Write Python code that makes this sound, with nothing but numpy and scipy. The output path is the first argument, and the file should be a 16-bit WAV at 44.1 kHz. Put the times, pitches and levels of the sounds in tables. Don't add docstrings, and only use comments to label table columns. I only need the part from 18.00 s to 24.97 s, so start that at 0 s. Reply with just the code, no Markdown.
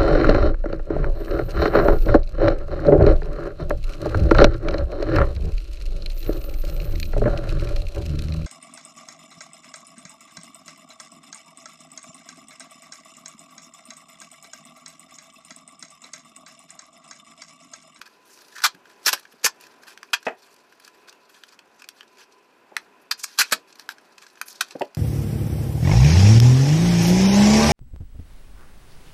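import sys
import numpy as np
from scipy import signal
from scipy.fft import rfft, irfft, next_fast_len
from scipy.io import wavfile
from scipy.ndimage import uniform_filter1d, minimum_filter1d, map_coordinates

SR = 44100
rng = np.random.default_rng(int(sys.argv[2]) if len(sys.argv) > 2 else 0)


def to_linear_factor(level_db):
    exponent = np.asarray(level_db, float) / 20
    return 10 ** exponent


def inscribe(sig):
    pcm = np.round(np.clip(np.atleast_2d(sig).T, -1, 1) * 32767)
    wavfile.write(sys.argv[1], SR, pcm.astype(np.int16))


N = 307377


def unit(x):
    return x / np.sqrt(np.mean(abs(x) ** 2) + 1e-20)


def along(points, hz):
    f, v = np.transpose(points)
    return np.interp(np.log(hz + 1), np.log(f + 1), v)


def filtered(x, response):
    m = next_fast_len(N + SR // 2)
    return irfft(rfft(x, m) * response(np.fft.rfftfreq(m, 1 / SR)), m)[..., :N]


def resonances(modes):
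    def response(f):
        total = 0
        for k, (centre, width, db) in enumerate(modes):
            damping = 1j * f * width
            total = total + (-1) ** k * to_linear_factor(db) * damping / (centre ** 2 - f ** 2 + damping)
        return unit(total)
    return response


def steep(lo_hz, hi_hz):
    return lambda f: (1j * f / (lo_hz + 1j * f)) ** 3 * (hi_hz / (hi_hz + 1j * f)) ** 2


def wobble(rate):
    knots = rng.standard_normal(int(N * rate / SR) + 4)
    return map_coordinates(knots, [np.arange(N) * rate / SR])


def slips(rate, scatter_db):
    happens, luck, side = rng.random((3, 3, N))
    size = to_linear_factor(-scatter_db * np.log(luck + 0.00083)) * np.sign(side - 0.5)
    return unit(size * (happens < rate / SR))


# (frequency [Hz], width [Hz], level [dB])
CORE_MODES = [(720, 370, -8), (1103, 505, 2), (1664, 293, 7), (2488, 230, 4.5), (3320, 440, 1)]
# (frequency [Hz], width [Hz], level [dB])
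STRIP_MODES = [(3790, 2020, 1.5), (4650, 1400, 7), (6000, 800, 3.5), (7630, 1950, -4)]
# (frequency [Hz], width [Hz], level [dB])
THREAD_MODES = [(9030, 610, -1), (11140, 2700, 1.5), (13600, 4500, -10.5)]


def ringing(drive):
    parts = (
        (CORE_MODES, steep(500, 3500)),
        (STRIP_MODES, steep(2590, 9600)),
        (THREAD_MODES, steep(7800, 19000)),
    )
    total = 0
    for force, (modes, skirt) in zip(drive, parts):
        total = total + to_linear_factor(4.0) * filtered(force, lambda f: resonances(modes)(f) * skirt(f))
    return total


def strokes(rows, edge_s, rate, scatter_db, clump_db):
    force, t = np.zeros((3, N)), np.arange(N) / SR
    for s, length, start_db, end_db, core_db, threads_db in rows:
        span = slice(round(s * SR), round((s + length + 6 * edge_s) * SR))
        u = t[span] - s
        shape = to_linear_factor(np.interp(u, [0, length], [start_db, end_db]))
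        shape *= np.minimum(u / edge_s, 1)
        shape *= np.exp(-np.maximum(u - length, 0) / edge_s)
        force[:, span] += to_linear_factor([[core_db], [0], [threads_db]]) * shape
    clumps = to_linear_factor(clump_db * wobble(350))
    return ringing(force * clumps * slips(rate, scatter_db))


def patchy(x, depth_db):
    z = signal.stft(x, nperseg=256)[2]
    field = uniform_filter1d(rng.standard_normal(z.shape), size=7, axis=0)
    field = uniform_filter1d(field, size=6, axis=1)
    return signal.istft(z * to_linear_factor(depth_db * unit(field)), nperseg=256)[1][:N]


# (frequency [Hz], density [dB per Hz])
AIR_SPECTRUM = [(15, -65.5), (25, -34), (112, -21), (203, -9), (238, -5.5), (396, -5), (453, -8.5),
                (504, -9), (546, -7), (909, -6), (1010, -7), (1220, -10), (1400, -7), (3120, -22),
                (15200, -40.5)]
# (frequency [Hz], width [Hz], level [dB])
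DUCT_MODES = [(400, 69, -6), (1007, 15, 0), (2530, 240, -14)]
# (frequency [Hz], width [Hz], level [dB])
WHINE_MODE = [(14070, 60, 0)]


def ventilation():
    hiss = unit(filtered(rng.standard_normal(N), lambda hz: to_linear_factor(along(AIR_SPECTRUM, hz))))
    hum = filtered(rng.standard_normal(N), resonances(DUCT_MODES))
    whine = filtered(rng.standard_normal(N), resonances(WHINE_MODE))
    hiss *= to_linear_factor(-60 + 1.7 * wobble(3.886))
    hum *= to_linear_factor(-62.5 + 1.8 * wobble(4.3))
    whine *= to_linear_factor(-99 + 5 * wobble(3))
    return hiss + hum + whine


# (frequency [Hz], t60 [s])
OFFICE_T60 = [(300, 0.15), (1500, 0.088), (5000, 0.11), (12000, 0.055)]


def office(x):
    out, step = np.zeros(N + SR), SR // 3
    for at in range(0, N, step):
        hz, t, z = signal.stft(rng.standard_normal(SR // 4), SR, nperseg=128)
        decay = to_linear_factor(-60 * t / along(OFFICE_T60, hz)[:, None])
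        tail = signal.istft(z * decay, SR, nperseg=128)[1]
        wet = signal.fftconvolve(x[at:at + step], tail / np.linalg.norm(tail))
        out[at + 90:at + 90 + len(wet)] += wet
    return out[:N]


# (time [s], level [dB])
HAND_MOTION = [(0, -65.5), (.11, -62), (.47, -60), (.7, -65), (.87, -61), (1.49, -61), (2.101, -63.5),
               (2.97, -61), (3.139, -68), (3.42, -60.5), (3.63, -66), (4.64, -68), (5.1, -68), (5.4, -54),
               (5.601, -64), (6.15, -62.5), (6.771, -56), (6.97, -70)]


def rustle():
    s, level_db = np.transpose(HAND_MOTION)
    strip = np.interp(np.arange(N) / SR, s, level_db)
    threads = strip.mean() - 7.5 + 1.1 * (strip - strip.mean())
    colours = np.array([wobble(90) for _ in range(3)])
    ticks = 2.5 * wobble(25) + 3.2 * wobble(130) + 2.2 * colours
    force = to_linear_factor([strip - 8, strip - 3, threads - 3]) * unit(to_linear_factor(ticks))
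    return ringing(force * slips(rate=22000, scatter_db=3.0))


# (time [s], length [s], force [dB], threads [dB])
FINGER_RUBS = [(0.01, 0.014, -48.5, -9), (.054, 0.014, -48, -12), (0.574, 0.018, -46, -11.5),
               (1.027, 0.035, -55, 1), (1.151, .05, -50.5, -6.5), (1.597, 0.07, -56.5, -9),
               (1.866, 0.067, -51, -6), (2.25, 0.012, -44, -15), (2.418, 0.056, -60, -6),
               (2.834, 0.046, -57, -6), (3.072, 0.018, -52, -10), (3.291, 0.012, -53, -5),
               (3.338, 0.039, -54.5, -10), (3.478, 0.012, -53, -11), (3.521, 0.023, -54.5, -10),
               (3.79, 0.019, -54.5, -12), (3.958, 0.053, -59.5, -8), (4.179, 0.06, -52, -11.5),
               (5.013, .015, -72, 12.5), (5.175, 0.046, -54.5, 0), (5.27, 0.3, -55.5, -6.5),
               (5.428, .07, -53, -26.5), (5.783, 0.042, -53.5, -6), (5.896, 0.025, -44, -4.5),
               (6.215, 0.031, -51.5, -9.5), (5.672, 0.033, -60.5, -6), (6.455, 0.057, -58, 11),
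               (6.62, 0.027, -53.5, -11), (6.709, 0.013, -49, -16), (0.251, .37, -67.5, 5.5)]


def rubs():
    presses = [(s, length, db, db - 3, -1, threads_db) for s, length, db, threads_db in FINGER_RUBS]
    return strokes(presses, edge_s=0.005, rate=18000, scatter_db=1.8, clump_db=1.8)


def sliding(rows, width, lump_db, sag_per_s):
    light_touch_db = -26
    lumpy = rng.standard_normal(N) * to_linear_factor(lump_db * wobble(120))
    hz, t, z = signal.stft(lumpy, SR, nperseg=256)
    gain = np.zeros(z.shape)
    for start, hardest, end, db, centre_hz in rows:
        centre = centre_hz * np.exp(-sag_per_s * np.clip(t - hardest, 0, end - hardest))
        light_db = db + light_touch_db
        level_db = np.interp(t, [start, hardest, end], [light_db, db, light_db], -120, -120)
        peak = 1 / (1 + (np.log((hz[:, None] + 1) / centre) / width) ** 2)
        gain += to_linear_factor(level_db + 2.0) * peak / np.sqrt(width * centre / 3000)
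    return signal.istft(z * gain, SR, nperseg=256)[1][:N]


# (start [s], hardest [s], end [s], level [dB], centre [Hz])
TAPE_SLIDES = [
    (.22, .33, 0.6, -48.5, 6200),
    (.48, .56, 0.81, -49.5, 5500),
    (5.175, 5.192, 5.4, -38, 6140),
    (5.232, 5.24, 5.262, -26.5, 6700),
    (6.465, 6.482, 6.72, -41.5, 6000),
]


def fingertip_slides():
    return sliding(TAPE_SLIDES, 0.3, lump_db=5, sag_per_s=2.9)


# (start [s], hardest [s], end [s], level [dB], centre [Hz])
CORE_SCRAPES = [
    (.5, .575, .63, -40, 1710),
    (5.4, 5.425, 5.475, -31, 2530),
]


def nail_scrapes():
    return sliding(CORE_SCRAPES, 0.058, lump_db=6.5, sag_per_s=1.1)


# (frequency [Hz], width [Hz], level [dB])
DESK_LOW_MODES = [(220, 150, -23), (405, 91, -1.5), (497, 78, -7.5), (632, 85, 1), (900, 140, -3.5),
                  (993, 47, -5.5)]
# (frequency [Hz], width [Hz], level [dB])
DESK_HIGH_MODES = [(1260, 200, -2.5), (1640, 180, 0.5), (1920, 120, 0.5), (2470, 160, -4),
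                   (3180, 600, -16.5), (5400, 2000, -25.5)]
# (time [s], peak [dB], brightness [dB], ring t60 [s], pitch factor)
DESK_KNOCKS = [(0.742, -55, -47, 0.074, 0.45), (1.064, -38, -34, 0.3, 1.03),
               (1.127, -40.5, -41, 0.097, .85), (1.335, -56.5, -24, 0.043, 0.61),
               (1.443, -33.5, -30, 0.11, .72), (2.266, -20.5, -6.5, 0.16, 1.025),
               (2.281, -27, -1, 0.16, 0.996), (4.717, -47, -23, 0.054, 0.96),
               (5.395, -42.5, -33, 0.23, 0.68), (5.521, -29, -6.5, 0.19, 0.72),
               (6.752, -31.5, -30, .035, 0.813), (6.809, -23.5, -26, 0.093, 1.03),
               (6.816, -23, -28.5, 0.064, 0.954)]


def knocks():
    contact_ms = 3.404
    out, t, f = np.zeros(N + SR), np.arange(SR // 4) / SR, np.fft.rfftfreq(SR // 2, 1 / SR)
    for s, db, bright_db, t60, pitch in DESK_KNOCKS:
        u = t / (contact_ms * 0.00052 + 1e-4)
        contact = 0.6 * u * np.exp(1 - u)
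        rattle = 0.4 * to_linear_factor(-60 * t / t60) * np.minimum(u, 1)
        push = rng.standard_normal(len(t)) * (contact + rattle)
        push[round(contact_ms * 1e-3 * SR)] += 16
        push[20] -= 9
        soft = (1 + 1j * f / 500) ** (bright_db / 25)
        desk = soft * resonances(DESK_LOW_MODES)(f / pitch)
        desk = desk + to_linear_factor(bright_db) * resonances(DESK_HIGH_MODES)(f / pitch)
        ring = irfft(rfft(push, SR // 2) * desk * steep(60, 9000)(f))
        out[round(s * SR):][:len(ring)] += to_linear_factor(db + 9.5) * ring / abs(ring).max()
    return out[:N]


# (time [s], peak [dB], core ring [dB], threads [dB], ring [Hz])
TAPE_CRACKS = [(0.0157, -30, 2, -13, 2480), (1.976, -39, 9, -9, 1800), (2.0311, -35.5, 11.5, -9, 1710),
               (3.889, -25.5, -5.5, -7, 2560), (3.437, -36, 5.5, -12, 3100), (4.009, -38.5, 9, -32, 3000),
               (4.7671, -16, 7, -10, 1980), (5.242, -18, .5, -6.5, 2470), (5.7967, -29, -2, -11.5, 1530),
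               (5.891, -25.5, 9.5, -8.5, 1500), (6.4148, -20.5, 6, -2, 1400),
               (6.4841, -33.5, -2, 4.5, 2470), (6.6107, -13.5, 5, -2, 1570), (6.797, -36, -6, -7, 1170),
               (6.819, -32.5, 14.5, -8.5, 2520), (6.9485, -30, -10, -7, 3760)]
# (time [s], peak [dB], core ring [dB], threads [dB])
LOW_TICKS = [(0.0756, -50.5, 8.5, -3), (0.3884, -44, -9, -14), (.4825, -46, -7, -6), (0.565, -40, 6.5, -8),
             (0.5828, -35, 3, -9), (.603, -40, 8, -10), (0.62, -29.5, 0.5, -13), (0.748, -50, 10, -2.5),
             (0.856, -53.5, 13.5, -9), (0.898, -52.5, 6.5, -18.5), (1.1765, -57, 24, -6),
             (1.196, -45, -2, 1.5), (1.2529, -50.5, 14.5, -13), (1.3237, -58.5, 16.5, 6),
             (1.668, -44, 2, -10), (1.8343, -46, 6, -8), (1.8804, -47, 10.5, -3), (2.2283, -42, 1, -11),
             (2.5413, -51, -11, 0), (2.7237, -54.5, 13, -5), (2.799, -48.5, 5.5, -2),
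             (2.878, -41.5, 5.5, -8), (3.0852, -45, 8.5, -15), (4.03, -51, 9.5, -9),
             (4.323, -48.5, -10, -21), (5.983, -48, 6.5, -13), (6.266, -40, -1.5, -25),
             (6.3557, -48, 2, -27), (6.3738, -62.5, 24, -8), (6.686, -45, -4, -15)]
# (time [s], peak [dB], core ring [dB], threads [dB])
HIGH_TICKS = [(0.153, -66.5, 15, -15.5), (.3347, -56, -20, 3), (0.3746, -47, -2, -7), (0.419, -48, 1, -2),
              (1.6097, -43.5, 0, 1), (1.6384, -48, 7.5, -7), (2.089, -62.5, 15, -23),
              (2.428, -49, -17, -22), (2.563, -50, -1, -9), (2.602, -56, -6, -20), (2.8474, -40, -21, -13),
              (3.0938, -37.5, -16, -14), (3.1268, -46, 1, -8), (3.49, -44.5, -14, -19),
              (3.5907, -43.5, 6.5, -13), (3.8203, -41.5, 7, -6.5), (3.8422, -39.5, 2, -26.5),
              (4.0786, -51, -12, -31), (4.1715, -48.5, 0, -30), (4.8464, -57, -6.5, -7),
              (5.194, -40, -30, 0), (5.7264, -42.5, -5, -23), (5.7556, -45, -4, -10),
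              (6.181, -40, 2.5, -13), (6.223, -40, -0.5, -18), (6.2997, -48, -9, -25),
              (6.528, -41, -19, -3), (6.7082, -32.5, -4, -31)]


def snaps():
    crack_ms, tick_ms = 0.7, 1.7
    low_hz, high_hz = 1600, 2537
    rows = [(*row, crack_ms) for row in TAPE_CRACKS]
    rows += [(*row, low_hz, tick_ms) for row in LOW_TICKS]
    rows += [(*row, high_hz, tick_ms) for row in HIGH_TICKS]
    drive, ring, t = np.zeros((3, N + SR)), np.zeros(N + SR), np.arange(SR // 40) / SR
    for s, db, core_db, threads_db, ring_hz, spread_ms in rows:
        noise = rng.standard_normal(len(t))
        at = round((s - 0.001) * SR)
        u = t / (spread_ms * 0.00093 + 1e-4)
        swell = u * np.exp(1 - u)
        detuned_hz = ring_hz * (1 + 0.03 * noise[0])
        part_db = db + np.array([[core_db - 9], [-3], [threads_db - 0.5]])
        drive[:, at:at + len(t)] += to_linear_factor(part_db) * swell * noise
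        tone = swell ** 1.8 * np.sin(2 * np.pi * detuned_hz * t)
        ring[at:at + len(t)] += to_linear_factor(db + core_db - 3.5) * tone
    return ringing(drive[:, :N]) + ring[:N]


def peeling(rows, threads_db, creaks=()):
    slack_s, slack_db, slack_fade_db = 0.016, -9, -14.5
    runs = list(creaks)
    for s, length, db, fade_db, core_db in rows:
        end_db = db + fade_db
        last_db = end_db + slack_db
        runs.append((s, length, db, end_db, core_db, threads_db))
        runs.append((s + length, slack_s, last_db, last_db + slack_fade_db, core_db, threads_db))
    return strokes(runs, edge_s=0.002, rate=10000, scatter_db=2.4, clump_db=2)


# (time [s], length [s], force [dB], fade [dB], core ring [dB])
STRIP_TEARS = [
    (2.131, 0.012, -20, -2.5, 1.5),
    (5.11, .012, -19, -4.5, -6.5),
    (6.607, 0.0052, -18, -4, -3.5),
]


def tears():
    return peeling(STRIP_TEARS, threads_db=-9)


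# (time [s], length [s], force [dB], fade [dB], core ring [dB])
ROLL_JERKS = [
    (0.637, 0.027, -17.5, -1.5, -0.5),
    (1.059, 0.034, -17, -2, -4),
    (1.128, 0.0082, -16.5, -0.5, -2),
    (1.441, 0.025, -19.5, 5, -3.5),
    (5.386, 0.032, -15, 0, -5),
    (5.521, 0.014, -13.5, -5, -3),
]


def jerks():
    threads_db = -5.5
    creak_s, creak_db, creak_rise_db = 0.011, -17, 10
    creaks = []
    for s, _, db, _, core_db in ROLL_JERKS:
        end_db = db + creak_db
        creaks.append((s - creak_s, creak_s, end_db - creak_rise_db, end_db, core_db, threads_db))
    return peeling(ROLL_JERKS, threads_db, creaks)


def scene():
    air = ventilation()
    fingers = patchy(rubs() + rustle(), depth_db=2.2) + fingertip_slides() + nail_scrapes()
    near = knocks() + snaps() + patchy(tears() + jerks(), depth_db=3.0)
    direct = near + fingers
    return (direct + to_linear_factor(-11.5) * office(direct) + air)[None]


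def top_cut(x):
    return signal.sosfilt(signal.butter(12, 16470, fs=SR, output="sos"), x)


# (frequency [Hz], level [dB])
TREBLE_EDGE = [(14500, 0), (15350, -2), (15600, -28), (16400, -44)]


def record(dry):
    needed = np.minimum(1, 0.6 / (abs(dry) + 1e-9))
    held = dry * uniform_filter1d(minimum_filter1d(needed, size=89), size=45)
    held = held + 0.03 * filtered(held ** 2, steep(11, 9000))
    mix = filtered(held, lambda hz: to_linear_factor(along(TREBLE_EDGE, hz)))
    return top_cut(mix)


dry = scene()
out = record(dry)
inscribe(out)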